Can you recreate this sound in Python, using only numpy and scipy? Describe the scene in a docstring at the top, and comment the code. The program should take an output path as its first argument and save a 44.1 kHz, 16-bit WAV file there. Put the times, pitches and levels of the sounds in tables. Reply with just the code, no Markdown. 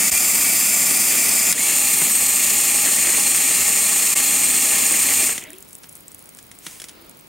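"""In a tub of water, close by, a toy motor drives a plastic-brick pump: it runs one way, is reversed, and is switched off.
Gear teeth strike and scrape, exciting the resonances of the frame, over the bubbles of a thin splashing jet.
Afterwards the water drains with gurgling bubbles, and drops and foam tick as short damped rings.
Fingers slide on the battery box as coloured grains of friction; the switch and loose plastic click as noise bursts."""
import sys
import numpy as np
from scipy import signal
from scipy.fft import rfft, irfft
from scipy.io import wavfile
from scipy.ndimage import uniform_filter1d

SR = 44100
rng = np.random.default_rng(int(sys.argv[2]) if len(sys.argv) > 2 else 0)


def dump(signal):
    """Clip the signal to [-1, 1] and save it as 16-bit WAV at the path in sys.argv[1]."""
    limited = np.clip(np.atleast_2d(signal).T, -1, 1)
    pcm = np.round(limited * 32767).astype(np.int16)
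    wavfile.write(sys.argv[1], SR, pcm)


N = 321043
TIME = np.arange(N) / SR

# the switch cuts the forward run, starts the reverse run, and at last turns the motor off (s)
CUT_S, REVERSE_S, OFF_S = 1.52, 1.529, 5.26


def gain_of(db):
    """Level in decibels to amplitude ratio."""
    return 10 ** (np.asarray(db) / 20)


def evened(x):
    """Normalises the mean power: rms 1."""
    return x / np.sqrt(np.mean(x ** 2) + 1e-20)


def read(points, hz):
    """Interpolates a spectrum along a logarithmic frequency axis."""
    f, value = np.transpose(points)
    return np.interp(np.log(hz + 1), np.log(f + 1), value)


def add(mix, s, sound):
    """Superposition: adds a sound to the mix from time s on."""
    part = mix[max(round(s * SR), 0):][:len(sound)]
    part += sound[:len(part)]


def pair(mid, side):
    """Sum and difference stereo: left and right from what they share and what differs."""
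    return np.array([mid + side, mid - side])


def stroke(s, db, rise_s, fall_s):
    """Gaussian envelope: a smooth swell to a peak and away again, with 1/e times for the two sides."""
    return gain_of(db) * np.exp(-((TIME - s) / np.where(TIME < s, rise_s, fall_s)) ** 2)


def colour(x, db_at, size=4096):
    """Minimum-phase filtering with the gain db_at(Hz): causal, so blows ring after they land."""
    cepstrum = irfft(np.log(gain_of(db_at(np.fft.rfftfreq(size, 1 / SR))) + 1e-6))
    # folding the cepstrum onto positive times makes the filter causal
    cepstrum[1:size // 2] *= 2
    cepstrum[size // 2 + 1:] = 0
    response = irfft(np.exp(rfft(cepstrum)))
    return signal.oaconvolve(x, response)[:len(x)]


def wander(hz):
    """Low-passed Gaussian noise: slow chance of rms 1, up to about hz."""
    lowpass = np.exp(-(np.fft.rfftfreq(N, 1 / SR) / hz) ** 2)
    return evened(irfft(rfft(rng.standard_normal(N)) * lowpass, N))


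def sparks(per_s, spread_db):
    """Poisson-like impulses of random sign, their levels spread exponentially."""
    level_db = spread_db * np.minimum(rng.exponential(1, N), 4)
    size = gain_of(level_db) * rng.choice([-1, 1], N)
    return size * (rng.random(N) < per_s / SR)


def bubble(hz, t60, rise):
    """Resonance of an air bubble: a damped ring that starts at hz and rises in pitch as it dies."""
    t = np.arange(int(abs(t60) * SR) + 2) / SR
    ring = np.sin(2 * np.pi * hz * t * (1 + rise * t / t60))
    decay = np.exp(-np.log(1000) * t / t60)
    onset = 1 - np.exp(-hz * t)
    return ring * decay * onset


def bubbles(per_s, low_hz, high_hz, cycles, spread_db, rise, count=30):
    """Superposed bubble resonances: each size rings at its own pitch on its own random train."""
    pitches = np.geomspace(low_hz, high_hz, count) * np.exp(0.0093 * rng.standard_normal(count))
    return sum(signal.oaconvolve(sparks(per_s / count, spread_db), bubble(hz, cycles / hz, rise))[:N]
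               for hz in pitches)


def background(level_db, wide_db):
    """Diffuse room noise, wide in the middle range and near mono in bass and treble, with an electronic whine."""
    # spectrum of the room behind the pump: f/Hz, level/dB
    floor = [(15, -36), (25, 0.5), (213, 4.5), (637, -3.5), (1150, -5.5), (1910, -9.5), (2180, -5.5),
             (2780, -10), (5420, -11.5), (7890, -13.5), (10300, -11.5), (13100, -21), (15000, -9)]
    whine_hz, whine_db = 15624, -55
    spread = [(40, -18), (300, 3), (4000, 1.5), (14000, -18)]  # side: f/Hz, level/dB
    air = evened(colour(rng.standard_normal(N), lambda hz: read(floor, hz)))
    diffuse = evened(colour(rng.standard_normal(N), lambda hz: read(floor, hz) + read(spread, hz)))
    pulsing = 1 + .5 * np.sin(2 * np.pi * 50 * TIME)
    whine = np.sin(2 * np.pi * whine_hz * TIME) * pulsing
    return gain_of(level_db) * pair(air, gain_of(wide_db) * diffuse) + gain_of(whine_db) * whine


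def room(x, t60):
    """Reverberation: sparse reflections from tub, table and walls that die away exponentially."""
    t = np.arange(SR // 2) / SR
    arrivals = (rng.random(len(t)) < 3000 / SR) * (t > .002)
    taps = rng.standard_normal(len(t)) * arrivals * np.exp(-np.log(1000) * t / t60)
    return signal.oaconvolve(x, taps / np.linalg.norm(taps))[:N]


def hands(bump_db, bump_hz):
    """Friction as random grains: a finger slides off the box, the hand draws back; a soft bump comes early."""
    # colour of skin sliding over plastic: f/Hz, level/dB
    slide_colour = [(120, -43), (200, -11), (963, -22), (1050, 0), (1150, -18), (2090, -3), (4010, -8.5),
                    (8410, 0.5), (15000, -9)]
    # colour of the hand rustling away: f/Hz, level/dB
    rustle_colour = [(35, -59), (60, -20), (329, 0), (665, -7), (743, -15), (1230, -11), (2570, -15),
                     (5000, -14), (6500, -49), (11000, -120)]
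    slide_s, hand_s = 6.68, 7.0  # peaks of the two movements
    grain = evened(sparks(4000, spread_db=0))
    slide = evened(colour(grain, lambda hz: read(slide_colour, hz)))
    slide = slide * stroke(slide_s, db=-40, rise_s=0.053, fall_s=0.14)
    rustle = evened(colour(rng.standard_normal(N), lambda hz: read(rustle_colour, hz)))
    rustle = rustle * stroke(hand_s, db=-51.5, rise_s=0.13, fall_s=0.16)
    out = slide + rustle
    add(out, .122, gain_of(bump_db) * bubble(bump_hz, t60=0.081, rise=0))
    return out


def clicks(trim_db, decay_s):
    """Impact: short dry noise cracks of plastic, each with a weaker rebound."""
    # switch and loose plastic: t/s, peak level before the trim/dB, tilt/(dB per octave)
    cracks = [(1.5218, -11, 7), (1.5255, -5, 2.5), (2.018, -16.5, -6), (5.293, -13.5, -3.5),
              (5.379, -16.5, -1), (5.834, -31.5, 1), (5.842, -32, -2.5), (6.388, -30, 2.5), (6.515, -26, 2),
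              (6.666, -18, -1), (6.800, -25, 2), (6.818, -23.5, 1.5), (6.841, -22, 0.5), (6.885, -29, 2),
              (6.894, -25, 0)]
    # resonances of the plastic: f/Hz, level/dB
    click_colour = [(88, -44), (150, -1), (766, -9.5), (2140, 0), (2600, -3.5), (3620, -1.5), (4650, -5.5),
                    (5440, -1), (9180, -2.5), (10500, -1.5), (11400, -10), (13300, -17), (15500, -13)]
    rebound_s, rebound_db = .0035, -9.5
    out, t = np.zeros(N), np.arange(2000) / SR
    rebound = gain_of(rebound_db) * (t > rebound_s) * np.exp(-abs(t - rebound_s) / decay_s)
    decay = np.exp(-t / decay_s) + rebound + 0.14 * np.exp(-t / 0.022)
    for s, db, tilt_db in cracks:
        def tilted(hz):
            """Plastic resonances with a spectral tilt above 900 Hz."""
            return read(click_colour, hz) + tilt_db * np.log2(np.maximum(hz, 900) / 3000)

        crack = colour(rng.standard_normal(len(t)) * decay, tilted)
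        add(out, s, gain_of(db + trim_db) * crack / abs(crack).max())
    return out


def drop(hz, snap=0.18):
    """Impact and bubble resonance: one drop of peak 1, a snap of noise and a short ring."""
    t = np.arange(600) / SR
    snap_colour = [(1500, -12), (4500, -4), (7500, 13), (15000, 6.0)]  # f/Hz, level/dB
    burst = rng.standard_normal(len(t)) * np.exp(-t / 0.0013)
    tick = snap * colour(burst, lambda f: read(snap_colour, f))
    add(tick, 0, bubble(hz, t60=.0035, rise=.06))
    return tick / abs(tick).max()


def draining(drop_db, drip_db, foam_db, drip_spread_db=3, drip_low_hz=8000, drip_high_hz=11000):
    """Bubble resonance at all sizes: large bubbles gurgle, drops tick, and the foam fizzles out."""
    # large bubbles as the jet plunges and the pump drains: t/s, level before the decay/dB, f/Hz, t60/s
    gurgles = [(3.585, -30, 388, .1), (5.46, -40, 603, .2), (5.476, -39, 285, 0.25),
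               (5.503, -34, 1800, .025), (5.519, -36, 360, 0.293)]
    # the loudest drops: t/s, peak level before drop_db/dB, f/Hz
    loud_drops = [(5.439, -17, 6440), (5.5044, -21.5, 9280), (5.5323, -21.5, 9680), (5.5846, -23, 11100),
                  (5.626, -22, 7660), (5.73, -22, 7750), (5.7523, -18, 9360), (5.894, -25, 9810),
                  (5.9539, -22, 10300), (6.0815, -19, 7840), (6.1175, -24, 8000), (6.1465, -20, 10000),
                  (6.1924, -26, 10300), (6.2253, -29, 10600), (6.2577, -30, 10200), (6.292, -26.5, 8180),
                  (6.349, -25, 9510), (6.5887, -24.5, 7970), (7.0953, -26, 10800)]
    # small drops and foam are thickest soon after the stop, then thin out
    peak_s, fade_s, drips_per_s, pops_per_s = 5.95, 0.72, 24, 425
    out = np.zeros(N)
    for s, db, hz, t60 in gurgles:
        ring = bubble(hz, t60, rise=0.15)
        swell = np.minimum(np.linspace(0, 10, len(ring)), 1)  # the neck closes gradually
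        add(out, s, gain_of(db) * ring * swell)
    for s, db, hz in loud_drops:
        add(out, s, gain_of(db + drop_db) * drop(hz))
    wet = np.exp(-abs(TIME - peak_s) / fade_s) * (TIME > OFF_S)
    foam = bubbles(pops_per_s * wet, low_hz=8200, high_hz=14000, cycles=7.5, spread_db=3.0, rise=.1)
    for s in TIME[rng.random(N) < drips_per_s * wet / SR]:
        level_db = drip_db + drip_spread_db * rng.uniform(-1, 1)
        add(out, s, gain_of(level_db) * drop(rng.uniform(drip_low_hz, drip_high_hz)))
    return out + gain_of(foam_db) * evened(foam)


def splutter(level_db):
    """Bubble resonance in a last flurry as the spout runs dry."""
    per_s = 450 * stroke(5.5, db=0, rise_s=.07, fall_s=.07)
    flurry = bubbles(per_s, low_hz=1600, high_hz=4800, cycles=24, spread_db=3.5, rise=.08)
    return gain_of(level_db) * flurry


def motor_speed():
    """Rotor dynamics as a share of full speed: steady, exponential spin-up after reversal, even friction braking."""
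    start_speed, spin_up_s, coast_s = .43, .047, .225  # share of full speed, time constant, time to rest
    lack = (1 - start_speed) * np.exp(-abs(TIME - REVERSE_S) / spin_up_s) * (TIME > CUT_S)
    coast = np.minimum(1 - (TIME - OFF_S) / coast_s, 1)
    return np.clip((1 - lack) * coast, 1e-3, 1)


def jet(splash_db, plop_db, surge_db=5.6):
    """Air entrainment: the jet plunges in surges; its flow follows the motor as a first-order lag."""
    # swells of the jet: t/s, level/dB
    swells = [(1.65, 2), (3.05, 4.5), (4.4, 1), (4.9, 4)]
    lag_s, swell_s = 0.043, 0.21  # time constant, half length of a swell
    keep = np.exp(-1 / (lag_s * SR))
    flow = 1 - signal.lfilter([1 - keep], [1, -keep], 1 - motor_speed())
    flow = flow * gain_of(sum(db * stroke(s, 0, swell_s, swell_s) for s, db in swells))
    surge = gain_of(surge_db * np.tanh(wander(23)))
    splash = bubbles(900, low_hz=1734, high_hz=3290, cycles=20.0, spread_db=3, rise=.04)
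    plops = bubbles(700, low_hz=240, high_hz=1510, cycles=4.5, spread_db=0.5, rise=0.032)
    return flow * (gain_of(splash_db) * evened(splash * surge) + gain_of(plop_db) * evened(plops * surge))


def whir(speed, tones):
    """Rotational tones: pitch and level follow the motor, and waver as the water drags at the propeller."""
    drag, out = wander(15.76), np.zeros(N)
    # the gears strain hardest just before they reach full speed
    strain = stroke(1.61, db=0, rise_s=.03, fall_s=.03)
    for hz, db, waver, flutter_db, strain_db in tones:
        turns = np.cumsum(speed * hz * (1 + waver * drag * (1 - strain))) / SR
        tone = evened(np.sin(2 * np.pi * turns) * gain_of(flutter_db * wander(39)))
        out += gain_of(db + strain_db * strain) * tone
    return speed * out


def teeth(speed, uneven_db, rattle_db, scrape_db, wobble_db):
    """Gear-mesh excitation: a knock for each tooth, loose rattles, and scraping while a tooth slides."""
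    mesh_hz, shaft_hz = 326.6, 28.87  # mean rates at full speed
    run = np.cumsum(speed * (1 + .016 * wander(8))) / SR  # running time as if at full speed
    mesh = mesh_hz * run
    contact = np.diff(np.floor(mesh), prepend=0)
    knocks = contact * gain_of(uneven_db * rng.uniform(-1, 1, N)) * rng.choice([-1, 1], N)
    rattles = sparks(2200 * speed, spread_db=-0.5)
    slip = 0.91 + np.exp(-(mesh % 1) / 0.51)  # strongest as a tooth takes the load
    scrape = slip * rng.standard_normal(N) * speed
    force = evened(knocks) + gain_of(rattle_db) * evened(rattles) + gain_of(scrape_db) * evened(scrape)
    # the shaft runs out of true, so the load swells once a turn
    return force * gain_of(wobble_db * np.sin(2 * np.pi * shaft_hz * run) + 0.64 * wander(56))


def gearbox(grip, modes, tones, ring_db, ring_width_hz=300, flicker_db=2):
    """Forced resonance: teeth shake the frame; its strongest ring and its treble shift with the grip of the hand."""
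    clatter_db, clatter_power = -16.5, 2.17  # level at full speed; growth as a power of the speed
    s, treble_db, ring_hz = np.transpose(grip)
    speed = motor_speed()
    centre, width, height_db = np.transpose(modes)[:, :, None]

    def frame(hz):
        """Modal sum: gain in dB of all resonances together, with no deep bass."""
        power = (gain_of(height_db) ** 2 / (1 + (2 * (hz - centre) / width) ** 2) ** 2).sum(0)
        return 10 * np.log10(power / (1 + (45 / (hz + 1)) ** 4))

    force = teeth(speed, uneven_db=2.75, rattle_db=2, scrape_db=7, wobble_db=0.66)
    hz, t, z = signal.stft(colour(force, frame), SR, nperseg=512, noverlap=384)
    hz = hz[:, None]
    # loose bricks touch and part, so the ring comes and goes
    strength_db = ring_db + flicker_db * np.interp(t, TIME, wander(9.6))
    ring = strength_db * np.exp(-((hz - np.interp(t, s, ring_hz)) / ring_width_hz) ** 2)
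    shade = np.interp(t, s, treble_db) * .5 * (1 + np.tanh((hz - 10500) / 700))
    sound = signal.istft(z * gain_of(ring + shade), SR, nperseg=512, noverlap=384)[1][:N]
    # the running rms is levelled, so that the speed alone sets the loudness
    clatter = sound / np.sqrt(abs(uniform_filter1d(sound ** 2, size=4000)) + 1e-12)
    return (clatter + whir(speed, tones)) * gain_of(clatter_db) * speed ** clatter_power


def scene():
    """Superposition in stereo: the pump sits a little left of the middle; reflections give the width."""
    # frame resonances, pressed by one or the other flank of the teeth: f/Hz, width/Hz, level/dB
    frame_forward = [(80, 37, -15), (209, 99, -8), (267, 23, -6.5), (335, 41, -12.5), (416, 72, -12.5),
                     (650, 165, -13), (790, 370, -13), (1193, 230, -9.5), (1430, 130, -12), (2113, 490, -5),
                     (2470, 155, -3.5), (2650, 250, -5.5), (3400, 990, -13.5), (4760, 820, -6.5),
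                     (5280, 370, -5.5), (6250, 570, -7), (7380, 2400, -1.5), (8240, 100, 3.5),
                     (9130, 2300, 0), (11700, 800, -6), (13200, 1500, -4), (14799, 1400, -6.5)]
    frame_reverse = [(78.6, 29, -13.5), (223.4, 96, -9), (276.4, 15.5, -5.5), (383, 59, -14),
                     (443, 31, -10.5), (624, 155, -13.5), (824, 90, -9), (1190, 325, -11),
                     (1857, 290, -8.5), (2175, 210, -4.5), (2443, 130, -5), (2710, 260, -5),
                     (3300, 1170, -12), (4240, 400, -6.5), (4840, 350, -10), (5510, 200, -7.5),
                     (6420, 160, -4), (7030, 860, -0.3), (8440, 3200, -0.24), (10280, 400, -11),
                     (11950, 650, -6), (13270, 2700, -8), (15339, 1900, -14)]
    # tones of motor and gears at full speed:
    # f/Hz, level against the clatter/dB, waver/share of the pitch, flutter/dB, extra level under strain/dB
    tones_forward = [(211.4, -28, 0.021, 3.5, 0), (2370, -18, 0.0179, 3, 0)]
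    tones_reverse = [(212, -35, .02, 3, 8), (828, -32.5, .005, 1.5, 0), (2425, -21, .016, 3, 9)]
    # colour of the frame as the grip shifts: t/s, treble level/dB, strongest ring f/Hz
    grip_forward = [(0, -.5, 6800), (.3, 2, 7420), (1.5, -0.5, 7250)]
    grip_reverse = [(1.62, -1, 9000), (2.0, 3.5, 8600), (2.2, 2.5, 8180), (3.0, -.5, 8700), (3.9, 0, 8440),
                    (5.25, 0, 8600)]
    # filter on the pump's reflections in the side channel: f/Hz, level/dB
    side_width = [(40, -31), (170, -15), (330, -9), (700, -6.5), (1400, -12), (2500, -31), (5000, -14.5),
                  (7000, -14.5), (9500, -39), (15000, -60)]
    # direct sound of the pump, left against right: f/Hz, level/dB
    left_lean = [(200, 0), (500, -.5), (1290, 0), (2380, .8), (4400, 1.5), (8120, .3), (15000, .1)]

    forward = gearbox(grip_forward, frame_forward, tones_forward, ring_db=4.0) * (TIME < CUT_S)
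    reverse = gearbox(grip_reverse, frame_reverse, tones_reverse, ring_db=4) * (TIME > REVERSE_S)
    pump = forward + reverse + jet(splash_db=-37.0, plop_db=-43.5)
    small = clicks(trim_db=2.5, decay_s=0.0016) + hands(bump_db=-21, bump_hz=69)
    small = small + draining(drop_db=-0.5, drip_db=-31.5, foam_db=-59.5) + splutter(level_db=-44.5)
    mid = pump + small + gain_of(-14.5) * room(pump + small, t60=0.1)
    side = colour(room(pump, t60=0.094), lambda hz: read(side_width, hz))
    side = side + gain_of(-13) * room(small, t60=0.022)
    # half of the level difference goes to each ear
    lean_gain = gain_of(read(left_lean, np.fft.rfftfreq(N, 1 / SR)) / 2) - 1
    lean = irfft(rfft(pump) * lean_gain, N)
    return pair(mid, side + lean) + background(level_db=-50, wide_db=-2.0)


def record(dry):
    """Soft saturation and band limiting: the level dips briefly twice, tall peaks are rounded, the top is cut."""
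    # brief dips of the level: t/s, half length/s
    dips = [(0.108, 0.012), (4.149, .013)]
    for s, half in dips:
        dry = dry * np.clip(abs(TIME - s) / half, .06, 1)
    rounded = dry / (1 + (dry / .62) ** 6) ** (1 / 6)
    lowpass = signal.firwin(1023, 15850, window=("kaiser", 9), fs=SR)  # cutoff in Hz
    return signal.oaconvolve(rounded, lowpass[None], "same")


dry = scene()
out = record(dry)
dump(out)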